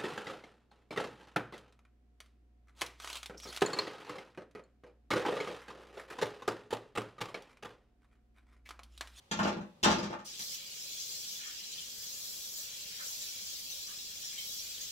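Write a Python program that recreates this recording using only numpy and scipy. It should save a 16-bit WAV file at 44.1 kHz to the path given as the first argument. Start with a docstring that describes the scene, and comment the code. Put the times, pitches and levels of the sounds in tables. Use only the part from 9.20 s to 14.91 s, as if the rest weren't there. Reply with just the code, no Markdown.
"""In a small kitchen with hard walls, a steel sink stands a few steps to one side of two microphones.
Something hard is set down in it twice and rattles: gritty cracks, dull knocks and ringing basin modes.
The tap opens, a last small knock follows, and a thin stream fizzes, gurgles and sprays: many bubbles,
dying tones of rising pitch, over shaped noise. The walls answer the sink with sparse, fading echoes.
Behind it, bands of drifting noise make the faint rumble of pipes and house, and the still air."""
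import sys
import numpy as np
from scipy import signal
from scipy.fft import rfft, irfft, next_fast_len
from scipy.io import wavfile
from scipy.ndimage import uniform_filter1d

SR = 44100
rng = np.random.default_rng(int(sys.argv[2]) if len(sys.argv) > 2 else 0)


def invert_db(level):
    """Linear amplitude ratio for a level in decibels (20 dB per decade), elementwise."""
    return 10 ** (np.asarray(level, dtype=float) / 20)


def put_to_file(sound):
    """Save the sound as 16-bit audio at rate SR, in the file named by the first command-line argument."""
    columns = np.atleast_2d(sound).T  # one column per channel
    safe = np.clip(columns, -1, 1)
    whole_steps = np.round(safe * 32767)
    wavfile.write(sys.argv[1], SR, whole_steps.astype(np.int16))


N = 251811  # length [samples]


def evened(x):
    """Scales to rms 1."""
    return x / np.sqrt(np.mean(x ** 2) + 1e-20)


def smoothed(x, size):
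    """Running mean over size samples."""
    return uniform_filter1d(x, size=size)


def read(points, hz):
    """Reads a table along a log-frequency axis."""
    f, value = np.transpose(points)
    return np.interp(np.log(hz + 1), np.log(f + 1), value)


def curve(rows, column):
    """One column of a time table, at every sample."""
    columns = np.transpose(rows)
    return np.interp(np.arange(N) / SR, columns[0], columns[column])


def add(mix, s, sound):
    """Mixes a sound in at s seconds."""
    part = mix[round(s * SR):][:len(sound)]
    part += sound[:len(part)]


def colour(x, spectrum):
    """Filters by a spectrum, to rms 1."""
    length = x.shape[-1]
    size = next_fast_len(length)
    gain = invert_db(read(spectrum, np.fft.rfftfreq(size, 1 / SR)))
    return evened(irfft(rfft(x, size) * gain, size)[..., :length])


def noise(spectrum, patchy_db, same=((1, 0), (2, 0))):
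    """Two channels of random short-time spectra with drifting patches; same is their likeness by pitch."""
    frames, hz = N // 256 + 5, np.fft.rfftfreq(1024, 1 / SR)
    a, b, c, d, patches = rng.standard_normal((frames, 513, 5)).T
    patches = uniform_filter1d(patches, size=3, axis=0)  # across pitch
    patches = evened(uniform_filter1d(patches, size=6, axis=1))  # along time
    like = np.clip(read(same, hz), -1, 1)[:, None]
    left = a + 1j * b
    right = like * left + np.sqrt(1 - like ** 2) * (c + 1j * d)
    z = np.array([left, right]) * invert_db(read(spectrum, hz)[:, None] + patchy_db * patches)
    return evened(signal.istft(z, nperseg=1024, noverlap=768)[1][:, :N])


# Each bump in the sink, with relative levels of its parts:
# (time [s], crack level [dB], ring level [dB], thud level [dB], boom level [dB])
BUMPS = [(0.112, -21, -30, -30.5, -31.5), (0.138, -42, -55, -56, -54), (.169, -39, -55, -45, -31),
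         (.190, -28, -20.5, -27.5, -46), (.199, -45, -55, -48, -22.5), (.230, -27.5, -38, -28.5, -47),
         (.249, -40, -25.5, -23.5, -22), (0.273, -27.5, -30, -38, -41), (.320, -38.5, -41, -31.5, -53),
         (.364, -46, -39.5, -33, -28), (.409, -52.5, -44.5, -39.5, -33.5), (.629, -15, -34.5, -37, -30),
         (.634, -12, -36.5, -30, -51), (.643, -34, -21, -39, -49), (.657, -24, -19.5, -17, -19),
         (.672, -22.5, -26.5, -39, -27), (.699, -19.5, -24, -23, -19.5), (.715, -24.5, -29, -33, -30),
         (.750, -31.5, -36, -27.5, -45), (.785, -28.5, -33, -29.5, -30.5), (.829, -32, -37, -33.5, -27),
         (.854, -36.5, -40, -37, -37), (.900, -41, -41, -34, -35), (.926, -45.5, -35.5, -35.5, -42),
         (.989, -46, -44.5, -54, -48), (1.194, -33, -56, -52.5, -49)]
# Gritty part of a bump: (frequency [Hz], relative level [dB per Hz])
CRACK_SPECTRUM = [(880, -18.5), (1500, -15), (2130, -10), (2590, -9), (3650, -8), (4350, -10), (5290, -10),
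                  (7160, -14), (9140, -31), (10300, -31.5), (14200, -34.5), (15500, -54.5)]
# Dull part of a bump: (frequency [Hz], relative level [dB per Hz])
KNOCK_SPECTRUM = [(60, -29.5), (150, -3), (400, 4), (900, 10), (1250, 7), (2000, -1), (3000, -2.5),
                  (4200, -36)]
# Modes of the steel basin: (frequency [Hz], relative level [dB], t60 [s])
BASIN_MODES = [(77, -19.5, 0.27), (123.2, -3.5, 0.14), (180.7, -5, 0.2), (203.5, 2.5, 0.12),
               (246.8, -6.5, 0.27), (337.7, 6.5, 0.049), (503.6, -3.5, 0.076), (532, -9, 0.068),
               (585, -8.5, 0.095), (734, -7.5, 0.093), (851, -0.5, 0.09), (899, -0.5, 0.062),
               (1084, -7.5, 0.079), (1215, 2, 0.037), (1371, -3, 0.042), (1880, -20, 0.064),
               (2200, -17, 0.032)]


def landings():
    """Each bump: a gritty crack, a dull knock without pitch, and a push into the modes of the basin."""
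    out, t = np.zeros(N), np.arange(SR // 4) / SR
    grit = rng.standard_normal((len(BUMPS), 3, len(t)))
    contacts = invert_db(4.56 * evened(smoothed(grit[:, 2], 60)))  # the surfaces touch in uneven grains
    spot_db = 1.5 * rng.standard_normal((len(BUMPS), len(BASIN_MODES)))  # each bump meets another spot

    # t60 of 39 and 36 ms, each with a soft onset
    cracks = colour(grit[:, 0] * contacts, CRACK_SPECTRUM)
    cracks *= invert_db(-2.5 - 60 * t / 0.039) * (1 - np.exp(-t / 0.00056))
    knocks = colour(grit[:, 1] * contacts, KNOCK_SPECTRUM)
    knocks *= invert_db(4 - 60 * t / 0.036) * (1 - np.exp(-t / 0.0017))

    hz, db, t60 = (column[:, None] for column in np.transpose(BASIN_MODES))
    modes = invert_db(db - 60 * t / t60) * np.sin(2 * np.pi * hz * t) * (1 - np.exp(-t * hz / 0.99))
    # boom drives the modes under 230 Hz, thud those to 700 Hz, ring the rest
    group = np.searchsorted([230, 700], hz[:, 0])
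    for (s, crack_db, ring_db, thud_db, boom_db), crack, knock, spot in zip(BUMPS, cracks, knocks, spot_db):
        push_db = np.array([boom_db, thud_db, ring_db - 5])[group]
        ring = invert_db(push_db + spot) @ modes
        add(out, s, invert_db(crack_db) * crack + invert_db(ring_db) * knock + ring)
    return out


def bubble(hz, t60, rise):
    """A dying tone whose pitch climbs as the bubble nears the surface."""
    t = np.arange(round(t60 * SR)) / SR
    swell_and_decay = invert_db(-60 * t / t60) * (1 - np.exp(-t * hz / 2))
    return swell_and_decay * np.sin(2 * np.pi * hz * t * (1 + rise * t / t60))


def bubbling(spectrum, low_hz, high_hz, per_s, cycles, spread_db, count=36):
    """Bubbles of many sizes at random moments, a few of them loud; each dies 60 dB in so many cycles."""
    loudness = invert_db(spread_db * np.minimum(rng.exponential(1, N), 4))
    starts = loudness * (rng.random(N) < per_s / SR)
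    kind, out = rng.integers(0, count, N), np.zeros(N)
    for k, hz in enumerate(np.geomspace(low_hz, high_hz, count)):
        ringing = signal.oaconvolve(starts * (kind == k), bubble(hz, cycles / hz, 0.029))[:N]
        out += invert_db(read(spectrum, hz)) * hz * ringing
    return evened(out)


# The running stream, relative levels:
# (time [s], fizz level [dB], spray level [dB], weight of the fizz under 3 kHz [dB])
STREAM = [(1.05, -49.5, -56, 1.5), (1.17, -50.5, -56, 6), (1.22, -49.5, -49, -10), (1.35, -45.5, -45, 4.5),
          (1.39, -52, -52.5, 10), (1.55, -49.5, -51.5, 5), (1.77, -45.5, -48, 0), (2.13, -46.5, -46.5, 0),
          (2.22, -49, -51, 7.5), (2.5, -49, -53, 5), (2.8, -49, -47.5, 0.5), (3.05, -47.5, -45.5, -2),
          (3.41, -48, -44.5, -3), (3.5, -49.5, -50, 6.5), (3.6, -49, -48, 5), (3.75, -50, -50, 9),
          (3.87, -45, -44, -1), (4.17, -48, -48.5, 4), (4.3, -46, -47, -2.5), (4.45, -48.5, -47, 1),
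          (4.68, -48, -48.5, 2.5), (4.95, -49.5, -50.5, 3), (5.05, -46.5, -48, -0.5),
          (5.15, -49, -49.5, 5.5), (5.31, -46, -43.5, -5.5), (5.47, -46.5, -48, 3.5), (5.71, -49, -49, 1)]
# Fizz of small bubbles: (frequency [Hz], relative level [dB per Hz])
FIZZ_SPECTRUM = [(880, -45), (1500, -20), (1770, -18.5), (2860, -8.5), (3300, -4.5), (5250, -1.5),
                 (5740, 1), (6230, -4.5), (7190, 0.5), (8350, -15.5), (9000, -8), (11700, -19),
                 (19800, -120)]
# Spray of droplets: (frequency [Hz], relative level [dB per Hz])
SPRAY_SPECTRUM = [(7000, -16.5), (8000, 3), (8600, -6.5), (10700, -4), (12600, 1), (14300, 0), (15800, 1)]
# Steady gurgle: (frequency [Hz], relative level [dB per Hz])
GURGLE_SPECTRUM = [(700, -51), (1100, 4), (1500, 6.5), (2000, 11), (2500, -1)]
# Loud single bubbles, bright plinks out of the fizz:
# (time [s], relative level [dB], starting frequency [Hz])
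LOUD_BUBBLES = [(2.155, -39, 3460), (2.155, -38, 5860), (2.275, -45, 3230), (2.43, -39, 4020),
                (2.575, -37, 3480), (2.578, -37.5, 3100), (2.955, -38, 7040), (3.36, -33.5, 6940),
                (4.01, -40, 5950), (4.501, -34, 6080), (4.517, -36, 3780), (4.628, -37, 4080),
                (4.785, -40, 3780), (5.178, -32.5, 3140), (5.178, -39, 2200), (5.375, -34.5, 5500),
                (5.39, -38.5, 4510), (5.555, -45, 3550), (5.607, -44, 5320), (5.61, -32.5, 6470),
                (5.612, -39, 7370)]
OPEN_S, OPENING_S = 1.0435, 0.015  # the tap starts to open; time it takes


def stream():
    """Fizz, gurgle, gulps and loud single bubbles from the basin; spray and hiss spread wide."""
    flow = np.clip((np.arange(N) / SR - OPEN_S) / OPENING_S, 0, 1)
    lift_db = flow_changes()
    fizz_gain = flow * invert_db(curve(STREAM, 1) + lift_db)
    fizz = bubbling(FIZZ_SPECTRUM, low_hz=2197, high_hz=8205, per_s=3000, cycles=105, spread_db=3.0, count=90)
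    gurgle = bubbling(GURGLE_SPECTRUM, low_hz=885, high_hz=2313, per_s=1200, cycles=27, spread_db=1.0)
    wander = evened(smoothed(smoothed(rng.standard_normal(N), 2500), 2500))
    gurgle_gain = flow * invert_db(-72 + 2.5 * wander)
    near = invert_db(-1.0) * fizz_gain * on_steel(fizz) + gurgle_gain * gurgle + gulps()
    for s, db, hz in LOUD_BUBBLES:
        add(near, s, invert_db(db) * bubble(hz, t60=0.044, rise=0.016))

    flicker = invert_db(0.64 * evened(smoothed(rng.standard_normal(N), 300)))  # droplets land unevenly
    spray_gain = flow * invert_db(curve(STREAM, 2) + 0.8 * lift_db)
    spray = spray_gain * noise(SPRAY_SPECTRUM, patchy_db=2.5) * flicker
    hiss = fizz_gain * on_steel(noise(FIZZ_SPECTRUM, patchy_db=5.5))
    return near, hiss + spray


# Thin steel under the stream favours some pitches and weakens others: (frequency [Hz], lift [dB])
STEEL = [(2300, 2.5), (2900, 1.5), (3390, 4.5), (3610, -3), (3790, 3), (4100, 2.5), (4370, 4.5),
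         (4820, 4.5), (5110, 4.5), (5560, -2), (5760, 4.5), (5920, 1), (6490, 6), (7000, -5.5), (7300, 1)]


def on_steel(x):
    """Lets the steel ring along, and weighs the part of the fizz under 3 kHz, made by its larger bubbles."""
    hz = np.fft.rfftfreq(N, 1 / SR)
    lift_db = sum(db / (1 + ((hz - f) / 35) ** 2) for f, db in STEEL)  # half the lift 35 Hz to either side
    rung = irfft(rfft(x) * invert_db(lift_db), N)
    low = signal.sosfiltfilt(signal.butter(4, 3000, fs=SR, output="sos"), rung)
    return rung + (invert_db(curve(STREAM, 3)) - 1) * low


# Surges and slight dips of the stream: (time [s], lift before rise and fall [dB])
FLOW_CHANGES = [(1.19, 9), (2.515, 3), (2.82, 2.5), (3.07, -0.5), (3.37, 4), (4.01, 2.5), (4.5, 3),
                (4.62, -0.5), (5.18, 3), (5.605, 3.5)]


def flow_changes():
    """Lift in dB: each change of flow, a surge or slight dip, comes quickly and fades slowly."""
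    out, t = np.zeros(N), np.arange(SR // 2) / SR
    onset_s, fade_s = 0.0049, 0.054
    for s, lift_db in FLOW_CHANGES:
        add(out, s, lift_db * np.minimum(t / onset_s, 1) * np.exp(-t / fade_s))
    return out


# Gulps of air, each a run of bubbles gliding in pitch:
# (time [s], length [s], relative level [dB], first frequency [Hz], last frequency [Hz])
GULPS = [(2.157, .15, -46.5, 2400, 1450), (3.68, .07, -54, 2300, 1900), (3.78, .035, -46.5, 1820, 1447),
         (3.899, 0.03, -60, 920, 700), (4.657, .06, -53, 1800, 1400), (5.087, .07, -54, 1900, 2200)]


def gulps(count=24):
    """Runs of bubbles scattered around a gliding pitch, loudest in the middle."""
    out = np.zeros(N)
    for (s, length, db, first_hz, last_hz), draws in zip(GULPS, rng.random((len(GULPS), count, 2))):
        for k, (jitter, off) in enumerate(draws):
            u = (k + jitter) / count  # place within the run, 0 to 1
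            scatter = 1 + 0.314 * (2 * off - 1)
            hz = first_hz * (last_hz / first_hz) ** u * scatter
            level = invert_db(db) * np.sin(np.pi * u) ** 0.5
            add(out, s + u * length, level * bubble(hz, t60=0.032, rise=0.047))
    return out


# Likeness of the two microphones, for room and rumble: (frequency [Hz], likeness [0 to 1])
LIKENESS = [(60, 0.88), (200, 0.93), (380, 0.83), (700, 0.19), (1300, 0.083)]
# Dying away of the room: (frequency [Hz], t60 [s])
ROOM_T60 = [(125, 0.23), (500, 0.28), (2000, 0.31), (6000, 0.19), (12000, 0.1)]
# Strength of the room's answer: (frequency [Hz], relative level [dB])
WALLS = [(100, -13.5), (250, -6.5), (600, -2.5), (2000, -2.5), (8000, -1)]


def kitchen(x):
    """Sparse taps of random sign, each band dying at its own speed; the bass alike at both microphones."""
    taps = np.zeros((2, SR))
    at = np.arange(200, SR - 20, 20) + rng.integers(0, 20, (2, (SR - 201) // 20))
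    np.put_along_axis(taps, at, rng.choice([-1., 1.], at.shape), 1)
    hz, t, z = signal.stft(taps, SR, nperseg=512)
    like = np.clip(read(LIKENESS, hz), 0, 1)[:, None]
    z[1] = like * z[0] + np.sqrt(1 - like ** 2) * z[1]
    decay = invert_db(-60 * t / read(ROOM_T60, hz)[:, None])
    tail = signal.istft(z * decay, SR, nperseg=512)[1]
    tail /= np.linalg.norm(tail, axis=1, keepdims=True)
    wall_gain = invert_db(read(WALLS, np.fft.rfftfreq(tail.shape[1], 1 / SR)))
    tail = irfft(rfft(tail) * wall_gain)
    return signal.fftconvolve(x[None], tail, axes=1)[:, :N]


# Rumble of the pipes: (frequency [Hz], relative level [dB per Hz])
PIPES_SPECTRUM = [(53, -44), (90, -10), (192, 3.5), (316, -11), (349, -4), (515, -3.5), (562, 2),
                  (633, -69), (737, -7), (1040, -15), (1200, -11), (1560, -42), (2640, -120)]
# Its course: (time [s], level [dB])
PIPES_LEVEL = [(0, -72.5), (.6, -65), (1.1, -65), (1.3, -67), (5.71, -67)]


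def pipes():
    """Low noise from the pipes, most alike at both microphones in the bass."""
    return invert_db(curve(PIPES_LEVEL, 1)) * noise(PIPES_SPECTRUM, patchy_db=2.0, same=LIKENESS)


# Deep rumble of the house: (frequency [Hz], relative level [dB per Hz])
HOUSE_SPECTRUM = [(12, -48), (20, -18), (27, -6), (48, 4), (64, -11), (90, 6), (120, -36), (200, -120)]
# Its course: (time [s], level [dB])
HOUSE_LEVEL = [(0, -76), (3, -73), (4.5, -70.5), (5.71, -70)]


def house():
    """Deep noise of the house that slowly swells."""
    return invert_db(curve(HOUSE_LEVEL, 1)) * noise(HOUSE_SPECTRUM, patchy_db=0.7, same=LIKENESS)


# Still air: (frequency [Hz], relative level [dB per Hz])
AIR_SPECTRUM = [(410, -58), (700, -1), (1060, -5), (1220, -4), (1410, -9.5), (3540, -6), (15500, -26)]
# Its course: (time [s], level [dB])
AIR_LEVEL = [(0, -69.5), (.6, -71.5), (1.2, -73), (2.2, -71), (5.71, -76.5)]


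def still_air():
    """A soft hush, independent at the two microphones."""
    return invert_db(curve(AIR_LEVEL, 1)) * noise(AIR_SPECTRUM, patchy_db=-1.2)


def scene():
    """The sink reaches the left microphone first and a little louder; the room answers."""
    near, wide = stream()
    sink = landings() + near
    right_lag_s, left_db = 0.00032, 0.76  # left_db: half up on the left, half down on the right
    direct = np.array([sink, np.roll(sink, round(right_lag_s * SR))])
    side = invert_db(np.array([[left_db / 2], [-left_db / 2]]))
    foreground = side * (invert_db(-5) * direct + kitchen(sink) + wide)
    return foreground + pipes() + house() + still_air()


def band_limit(x):
    """A steep low-pass at the top of the band."""
    return signal.sosfilt(signal.butter(12, 16650, fs=SR, output="sos"), x)


def record(dry):
    """Both microphones' treble stops steeply near 15.8 kHz."""
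    edge = signal.firwin(1023, 15790, window=("kaiser", 9), fs=SR)
    mix = signal.oaconvolve(dry, edge[None], "same")
    return band_limit(mix)


dry = scene()
out = record(dry)
put_to_file(out)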